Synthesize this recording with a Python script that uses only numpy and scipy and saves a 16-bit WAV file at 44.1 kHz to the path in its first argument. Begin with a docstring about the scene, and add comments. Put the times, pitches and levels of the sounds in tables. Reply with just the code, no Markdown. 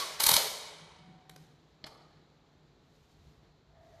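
"""A motor blip winds down, then a cordless impact driver restarts and hammers a bolt home on a kickstand.
Seven blows grind and ring the steel socket: shaped grit drives filters and damped modes.
A hand swings the stand out with two clicks and lets it snap back: short grit bursts, then a frame shudder.
A large hard-floored workshop answers with decaying noise; under it a rumble, hum, faint drones,
a rustling sleeve and a far scrape, all from filtered noise or wavering tones."""
import sys
import numpy as np
from scipy import signal
from scipy.fft import rfft, irfft
from scipy.io import wavfile
from scipy.ndimage import uniform_filter1d

SR = 44100
rng = np.random.default_rng(int(sys.argv[2]) if len(sys.argv) > 2 else 0)


def materialize(psi):
    """Save the field psi as 16-bit PCM at rate SR to the path in sys.argv[1].

    A 1-D psi becomes a single channel; in a 2-D psi each row is a channel.
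    """
    bounded = np.clip(np.atleast_2d(psi).T, -1, 1)
    quanta = np.round(bounded * 32767).astype(np.int16)
    wavfile.write(sys.argv[1], SR, quanta)


N = 176400
LEAD_S = .25  # computed ahead of time 0, dropped in scene()
T = np.arange(-int(LEAD_S * SR), N) / SR
M = len(T)


def undb(db):
    """Decibels to gain."""
    return 10 ** (np.asarray(db) / 20)


def unit(x):
    """Scale to rms 1."""
    return x / np.sqrt(np.mean(x ** 2) + 1e-30)


def curve(rows, axis=1):
    """One column of a table, joined by straight lines in time."""
    rows = np.array(rows)
    return np.interp(T, rows[:, 0], rows[:, axis])


def colour(x, points):
    """Causal minimum-phase filter of unit power through (frequency [Hz], level [dB]) points."""
    size = 8192
    hz, db = np.array(points).T
    log_f = np.log(np.fft.rfftfreq(size, 1 / SR) + 1)
    gain = unit(undb(np.interp(log_f, np.log(hz), db)))
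    cepstrum = irfft(np.log(gain))
    cepstrum[1:size // 2] *= 2  # fold onto positive time
    cepstrum[size // 2 + 1:] = 0
    impulse = irfft(np.exp(rfft(cepstrum)))
    return signal.fftconvolve(x, impulse)[:len(x)]


def band(x, hz, width_hz, order=1):
    """Band-pass around a centre."""
    edges = np.clip([hz - width_hz / 2, hz + width_hz / 2], 10, SR / 2 - 100)
    return signal.sosfilt(signal.butter(order, edges, "band", fs=SR, output="sos"), x)


def noise():
    """White noise."""
    return rng.standard_normal(M)


def walk(rate_hz):
    """Smoothed random steps of rms 1."""
    hold = int(SR / rate_hz)
    steps = np.repeat(rng.standard_normal(M // hold + 1), hold)
    return unit(uniform_filter1d(steps, hold)[:M])


def grit(grain_db):
    """Dense tiny contacts of uneven size."""
    return unit(np.tanh(noise()) * undb(grain_db * np.tanh(walk(1500))))


def contact(at, rise, fall):
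    """Force of a contact: exponential build-up and decay."""
    return np.exp(-np.minimum(np.where(T < at, (at - T) / rise, (T - at) / fall), 60))


def bump(at, rise, fall):
    """Force of a firm contact: Gaussian flanks."""
    return np.exp(-np.minimum(((T - at) / np.where(T < at, rise, fall)) ** 2, 60))


def ping(at, rise, fall, hz):
    """A few cycles of a well-damped resonance."""
    return bump(at, rise, fall) * np.sin(2 * np.pi * hz * (T - at))


def ring(x, modes):
    """Damped modes driven by x; their joint impulse response has unit power."""
    t = np.arange(SR // 2) / SR
    impulse = 0
    for hz, db, t60 in modes:
        decay = np.exp(-np.log(1000) * t / t60)
        impulse = impulse + undb(db) / np.sqrt(t60) * np.sin(2 * np.pi * hz * t) * decay
    return signal.fftconvolve(x, impulse / np.linalg.norm(impulse))[:M]


def resonances(rows):
    """Noise held in a few resonances."""
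    return sum(undb(db) * unit(band(noise(), hz, width, order=2)) for hz, width, db in rows)


# hall air: (frequency [Hz], level [dB])
HALL_COLOUR = [(15, -48), (28, -27), (50, -11), (80, -5), (110, -6.5), (150, 0), (200, -6.5), (420, -8),
               (600, -14), (730, -12.5), (1500, -20), (2800, -25.5), (4100, -20.5), (5200, -30.5),
               (7400, -33.5), (8800, -54), (11600, -45.5), (14000, -53)]
# hall air: (time [s], level [dB])
HALL_LEVEL = [(0, -63.5), (2.4, -65), (3.1, -67), (3.27, -64), (3.6, -66.5), (4, -66)]


def hall_air():
    """Broadband hall rumble: coloured noise, slightly unsteady."""
    return undb(curve(HALL_LEVEL) + 0.51 * walk(16)) * colour(noise(), HALL_COLOUR)


# bass: (time [s], level [dB])
BASS_LEVEL = [(0, -80), (0.8, -82.5), (0.9, -73), (1.05, -80.5), (3.1, -71), (3.25, -62), (3.45, -66),
              (3.58, -73.5), (3.8, -66), (4, -66)]


def bass_rumble():
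    """Bass noise around 72 Hz that swells and sinks."""
    return undb(curve(BASS_LEVEL)) * unit(band(noise(), 72, 62, order=2))


# machinery: (frequency [Hz], level [dB])
HUM_BANDS = [(55, -78.5), (150, -70.5), (424, -83)]


def machine_hum():
    """Machinery hum: noise in 12 Hz wide bands."""
    return sum(undb(db) * unit(band(noise(), hz, 12, order=2)) for hz, db in HUM_BANDS)


OCTAVE_DB = -17


def swell(at, length, hz, db, waver):
    """A wavering tone with a faint octave; it rises and fades."""
    progress = np.clip((T - at) / length, 0, 1)
    shape = np.sqrt(np.maximum(np.sin(np.pi * progress), 0))
    phase = 2 * np.pi * np.cumsum(hz * (1 + waver * walk(160))) / SR
    tone = unit(np.sin(phase) + undb(OCTAVE_DB) * np.sin(2 * phase))
    return undb(db) * shape * tone * undb(2 * walk(60))


# low drone swells: (time [s], length [s], frequency [Hz], level [dB])
DRONE_SWELLS = [(0.808, 0.065, 160, -56), (0.983, 0.044, 174, -58), (1.039, 0.085, 175, -55.5),
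                (1.124, 0.063, 170, -56), (1.303, 0.048, 152, -53.5), (1.355, 0.13, 154, -59.5)]
# one thin tone: (time [s], length [s], frequency [Hz], level [dB])
THIN_TONE = (0.93, 0.6, 750, -66.5)
DRONE_WAVER, THIN_WAVER = .045, .02  # rms, fraction of pitch


def drones():
    """Short low swells and one longer thin tone, all with random pitch waver."""
    low = sum(swell(*row, waver=DRONE_WAVER) for row in DRONE_SWELLS)
    return low + swell(*THIN_TONE, waver=THIN_WAVER)


# sleeve: (time [s], level [dB])
RUSTLE_LEVEL = [(1.2, -95.5), (1.42, -67.5), (1.6, -86), (2.8, -89), (2.95, -73.5), (3.2, -77), (3.35, -75),
                (3.65, -94), (3.85, -77.5), (4.0, -72)]
# sleeve: (frequency [Hz], level [dB])
RUSTLE_COLOUR = [(300, 3), (1500, -2), (4000, 1.5), (7000, -2.5), (9000, -13.5), (14000, -11)]


def sleeve():
    """Cloth rustle: coloured grit under a fluttering level."""
    return undb(curve(RUSTLE_LEVEL) + 1.6 * walk(26)) * colour(grit(grain_db=2.5), RUSTLE_COLOUR)


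# far scrape: (time [s], level [dB])
SCRAPE_LEVEL = [(3.66, -88.5), (3.76, -62.5), (3.88, -61), (4.0, -59.5)]
# far scrape: (frequency [Hz], width [Hz], level [dB])
SCRAPE_BANDS = [(655, 39, -2), (700, 160, -7.5), (1180, 250, -19), (1830, 390, -16.5)]


def far_scrape():
    """Something scrapes far off: noise in a few resonances."""
    return undb(curve(SCRAPE_LEVEL)) * resonances(SCRAPE_BANDS)


def workshop():
    """Sum of the background layers."""
    return hall_air() + bass_rumble() + machine_hum() + drones() + sleeve() + far_scrape()


# reverberation: (frequency [Hz], level [dB], t60 [s])
ROOM_BANDS = [(100, -18, 1.0), (445.8, -4.5, 1.5), (950, -11, 1.9), (2171, -7.8, 1.6), (3900, -10.3, 1.2),
              (6800, -6.5, .95), (11930, -8, 0.52)]
EARLY_DB, EARLY_T60_S, FIRST_ECHO_S = -8.5, .25, .008
ECHO_GRAIN_DB = 2.5  # unevenness of the tail


def room(x):
    """Quick echoes off floor and deck, then the hall's long tail, whose treble dies first."""
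    size = 2 * SR
    t = np.arange(size) / SR
    log_f = np.log(np.fft.rfftfreq(size, 1 / SR) + 1)

    def decay(t60):
        """Exponential decay of unit energy."""
        return np.exp(-np.log(1000) * t / t60) * np.sqrt(2 * np.log(1000) / (t60 * SR))

    wash = rfft(unit(rng.standard_normal(size) * undb(ECHO_GRAIN_DB * walk(250)[:size])))
    centres = np.log([row[0] for row in ROOM_BANDS])
    impulse = undb(EARLY_DB) * decay(EARLY_T60_S) * rng.standard_normal(size)
    for (_, db, t60), share in zip(ROOM_BANDS, np.eye(len(ROOM_BANDS))):
        band_wash = irfft(wash * np.interp(log_f, centres, share))  # triangular crossfades
        impulse = impulse + undb(db) * decay(t60) * band_wash
    return x + signal.fftconvolve(x, impulse * (t > FIRST_ECHO_S))[:M]


# housing groans: (time [s], fall [s], frequency [Hz], level [dB])
GROAN_EVENTS = [(.381, .012, 610, -33), (.397, .01, 480, -35), (.446, .035, 460, -43)]


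def housing_groans():
    """The braking motor groans through the housing: short bursts of narrow-band noise."""
    out = 0
    for at, fall, hz, db in GROAN_EVENTS:
        out = out + undb(db) * bump(at, .006, fall) * unit(band(noise(), hz, 140, order=2))
    return out


# frame: (frequency [Hz], width [Hz], level [dB])
FRAME_BANDS = [(467, 200, -5.5), (800, 250, -2.5), (1220, 170, -3.5)]
SHUDDER_S, SHUDDER_DB, SHUDDER_RISE_S, SHUDDER_FALL_S = 1.858, -55.5, .0093, .12


def frame_shudder():
    """The frame shakes after the stand snaps back: resonant noise with a decaying, uneven level."""
    force = contact(SHUDDER_S, SHUDDER_RISE_S, SHUDDER_FALL_S)
    return undb(SHUDDER_DB) * force * resonances(FRAME_BANDS) * undb(2 * walk(90))


# stand clicks: (time [s], level [dB], rise [s], fall [s], knock [dB], ring [dB], tick [dB])
STAND_CLICKS = [(1.2971, -52.5, 0.0025, 0.0038, 3, -5, -2.5), (1.3626, -51, 0.0015, 0.0028, 2, -20, -6.5),
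                (1.8415, -43, 0.0006, .0048, -11, 8.5, -27), (1.869, -50, 0.0061, 0.0086, 0, -3, -11.5)]
# stand modes: (frequency [Hz], level [dB], t60 [s])
STAND_MODES = [(640, -3, .06), (780, -3, .05), (900, -10, .04), (1260, -12, .02), (2300, -9, .012),
               (3450, -2, .008), (4000, -1, .008), (4300, 0, .008), (4850, -1, .004)]
# frame knock: (frequency [Hz], level [dB])
KNOCK_COLOUR = [(100, -24), (350, -5), (750, -5), (1500, -3.5), (2800, -6), (4200, -9.5), (8000, -14.5),
                (14000, -40)]
# bright tick: (frequency [Hz], level [dB])
TICK_COLOUR = [(500, -12), (2000, -2), (4000, 1.5), (7000, -9), (12000, 4), (15000, -29)]
STEEL_TOP_HZ = 5800


def stand():
    """The leg meets its stops: a dull knock in the frame, a steel ring and a bright tick."""
    low_pass = signal.butter(6, STEEL_TOP_HZ, fs=SR, output="sos")
    out = 0
    for at, db, rise, fall, knock_db, ring_db, tick_db in STAND_CLICKS:
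        force = undb(db) * bump(at, rise, fall)
        knock, steel, tick = (force * grit(grain_db=4) for _ in range(3))
        steel = signal.sosfilt(low_pass, steel)
        out = out + undb(knock_db) * colour(knock, KNOCK_COLOUR)
        out = out + undb(ring_db) * ring(steel, STAND_MODES)
        out = out + undb(tick_db) * colour(tick, TICK_COLOUR)
    return out


# motor effort: (time [s], level [dB])
MOTOR_EFFORT = [(-0.12, 0.5), (-0.02, 2.5), (0.008, -8), (0.04, -21), (0.15, -21), (0.188, -32),
                (0.203, -1.5), (0.25, -6.5), (0.3, -0.5), (0.385, -3.5), (0.41, -4.5), (0.48, -11.5),
                (0.56, -49)]
# gear mesh: (time [s], pitch [Hz], whine level [dB])
GEAR_WHINE = [(0, 1150, -47), (0.028, 1090, -35), (0.042, 1070, -50.5), (0.06, 1050, -60), (0.17, 800, -72),
              (0.21, 950, -56), (0.36, 900, -55), (0.39, 520, -49), (0.47, 420, -74.5), (0.56, 300, -94)]
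# gear rattle: (frequency [Hz], level [dB])
GEAR_COLOUR = [(88, -58), (150, -31), (426, -8), (600, -3.5), (860, -4.5), (1080, -1), (1550, -6),
               (4230, -2), (7070, -11.5), (11600, -13), (14000, -18.5)]
GEAR_DB, GEAR_GRAIN_DB, OVERTONE_DB = -30, 0.5, -11.5


def motor():
    """Gears rattle with the effort and whine at a pitch that falls as the motor brakes."""
    rattle = undb(GEAR_DB + curve(MOTOR_EFFORT)) * colour(grit(GEAR_GRAIN_DB), GEAR_COLOUR)
    phase = 2 * np.pi * np.cumsum(curve(GEAR_WHINE) * (1 + .025 * walk(300))) / SR
    whine = unit(np.sin(phase) + undb(OVERTONE_DB) * np.sin(4 * phase))
    running = T < MOTOR_EFFORT[-1][0]
    return (rattle + undb(curve(GEAR_WHINE, axis=2)) * whine) * running


# blows: (time [s], level [dB], steel ring [dB], treble [dB], body knock [Hz], knock [dB],
#         deck thump [Hz], thump [dB])
HAMMER_BLOWS = [(0.2050, -5.5, -4, -2, 870, -33, 200, -60), (0.2397, -2.5, 0, 1.5, 820, -40, 100, -50),
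                (0.2685, .5, -4, 3, 920, -29, 45, -40), (0.2928, 1.5, -2, 1, 900, -24, 240, -41),
                (0.3168, -.5, 0, -1, 1040, -30, 150, -34.5), (0.3418, 0, -2, 0, 1350, -36, 85, -38.5),
                (0.3668, 0, 3, -4, 920, -29, 250, -54)]
# grinding: (frequency [Hz], level [dB])
BLOW_COLOUR = [(120, -46.5), (200, -21.5), (340, -13.5), (420, -23.5), (571, -15), (890, -2.5), (1270, -7),
               (1400, -12.5), (1900, -13.5), (2240, 0), (2500, -8), (4330, 1.5), (7250, -3.5), (11700, -3),
               (14000, -4)]
# socket, anvil and bolt modes: (frequency [Hz], level [dB], t60 [s])
SOCKET_MODES = [(587, -6, .2), (830, -6, .04), (915, -7, .05), (2290, -3, .03), (3030, -8, .15),
                (3275, -3, .08), (4210, -1, .05), (4290, -2, .05), (4457, -1, .08), (5190, -6, .04),
                (6820, -6, .03), (11600, -4, .008)]
BLOW_RISE_S, BLOW_FALL_S, BLOW_DB, SOCKET_DB = 0.0043, 0.0031, -15, -25.5
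SKIRT_DB, SKIRT_S = -5, 0.0034  # looser grinding before and after a blow
KNOCK_RISE_S, KNOCK_FALL_S, THUMP_FALL_S = .003, .006, .008
TREBLE_HZ = 7500  # high-pass corner
CHATTER_DB, CHATTER_HZ, CHATTER_WIDTH_HZ = -34, 11550, 4000


def hammer():
    """Blows grind the socket on the bolt, ring steel, knock the frame, thump the deck; the socket chatters."""
    rough = grit(grain_db=2.5)
    high_pass = signal.butter(2, TREBLE_HZ, "high", fs=SR, output="sos")
    treble = signal.sosfiltfilt(high_pass, rough)
    grind = strike = body = 0
    for at, db, ring_db, treble_db, knock_hz, knock_db, thump_hz, thump_db in HAMMER_BLOWS:
        skirt = undb(SKIRT_DB) * contact(at, SKIRT_S, SKIRT_S)
        force = undb(db) * np.maximum(bump(at, BLOW_RISE_S, BLOW_FALL_S), skirt)
        grind = grind + force * (rough + (undb(treble_db) - 1) * treble)
        strike = strike + undb(ring_db) * force * rough
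        body = body + undb(knock_db) * ping(at, KNOCK_RISE_S, KNOCK_FALL_S, knock_hz)
        body = body + undb(thump_db) * ping(at, KNOCK_RISE_S, THUMP_FALL_S, thump_hz)
    working = 1. * ((T > HAMMER_BLOWS[0][0]) & (T < HAMMER_BLOWS[-1][0]))
    working = uniform_filter1d(working, size=200)
    chatter = working * unit(band(grit(grain_db=4), CHATTER_HZ, CHATTER_WIDTH_HZ))
    grind = undb(BLOW_DB) * colour(grind, BLOW_COLOUR)
    steel = undb(SOCKET_DB) * ring(strike, SOCKET_MODES)
    return grind + steel + body + undb(CHATTER_DB) * chatter


HOLLOW_HZ, HOLLOW_WIDTH_HZ, HOLLOW_DB = 2690, 340, -11


def scene():
    """Driver and stand in the hall, over its background; the metal is hollow between its resonances."""
    metal = room(hammer() + motor() + stand() + housing_groans() + frame_shudder())
    metal = metal - (1 - undb(HOLLOW_DB)) * band(metal, HOLLOW_HZ, HOLLOW_WIDTH_HZ)
    return (metal + workshop())[None, -N:]


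CEILING = .45  # saturation peak, full scale = 1
TOP_HZ = 14100


def record(dry):
    """The microphone rounds the loudest peaks; the recorder cuts the top."""
    rounded = CEILING * np.tanh(dry / CEILING)
    return signal.sosfilt(signal.ellip(10, .2, 80, TOP_HZ, fs=SR, output="sos"), rounded)


dry = scene()
out = record(dry)
materialize(out)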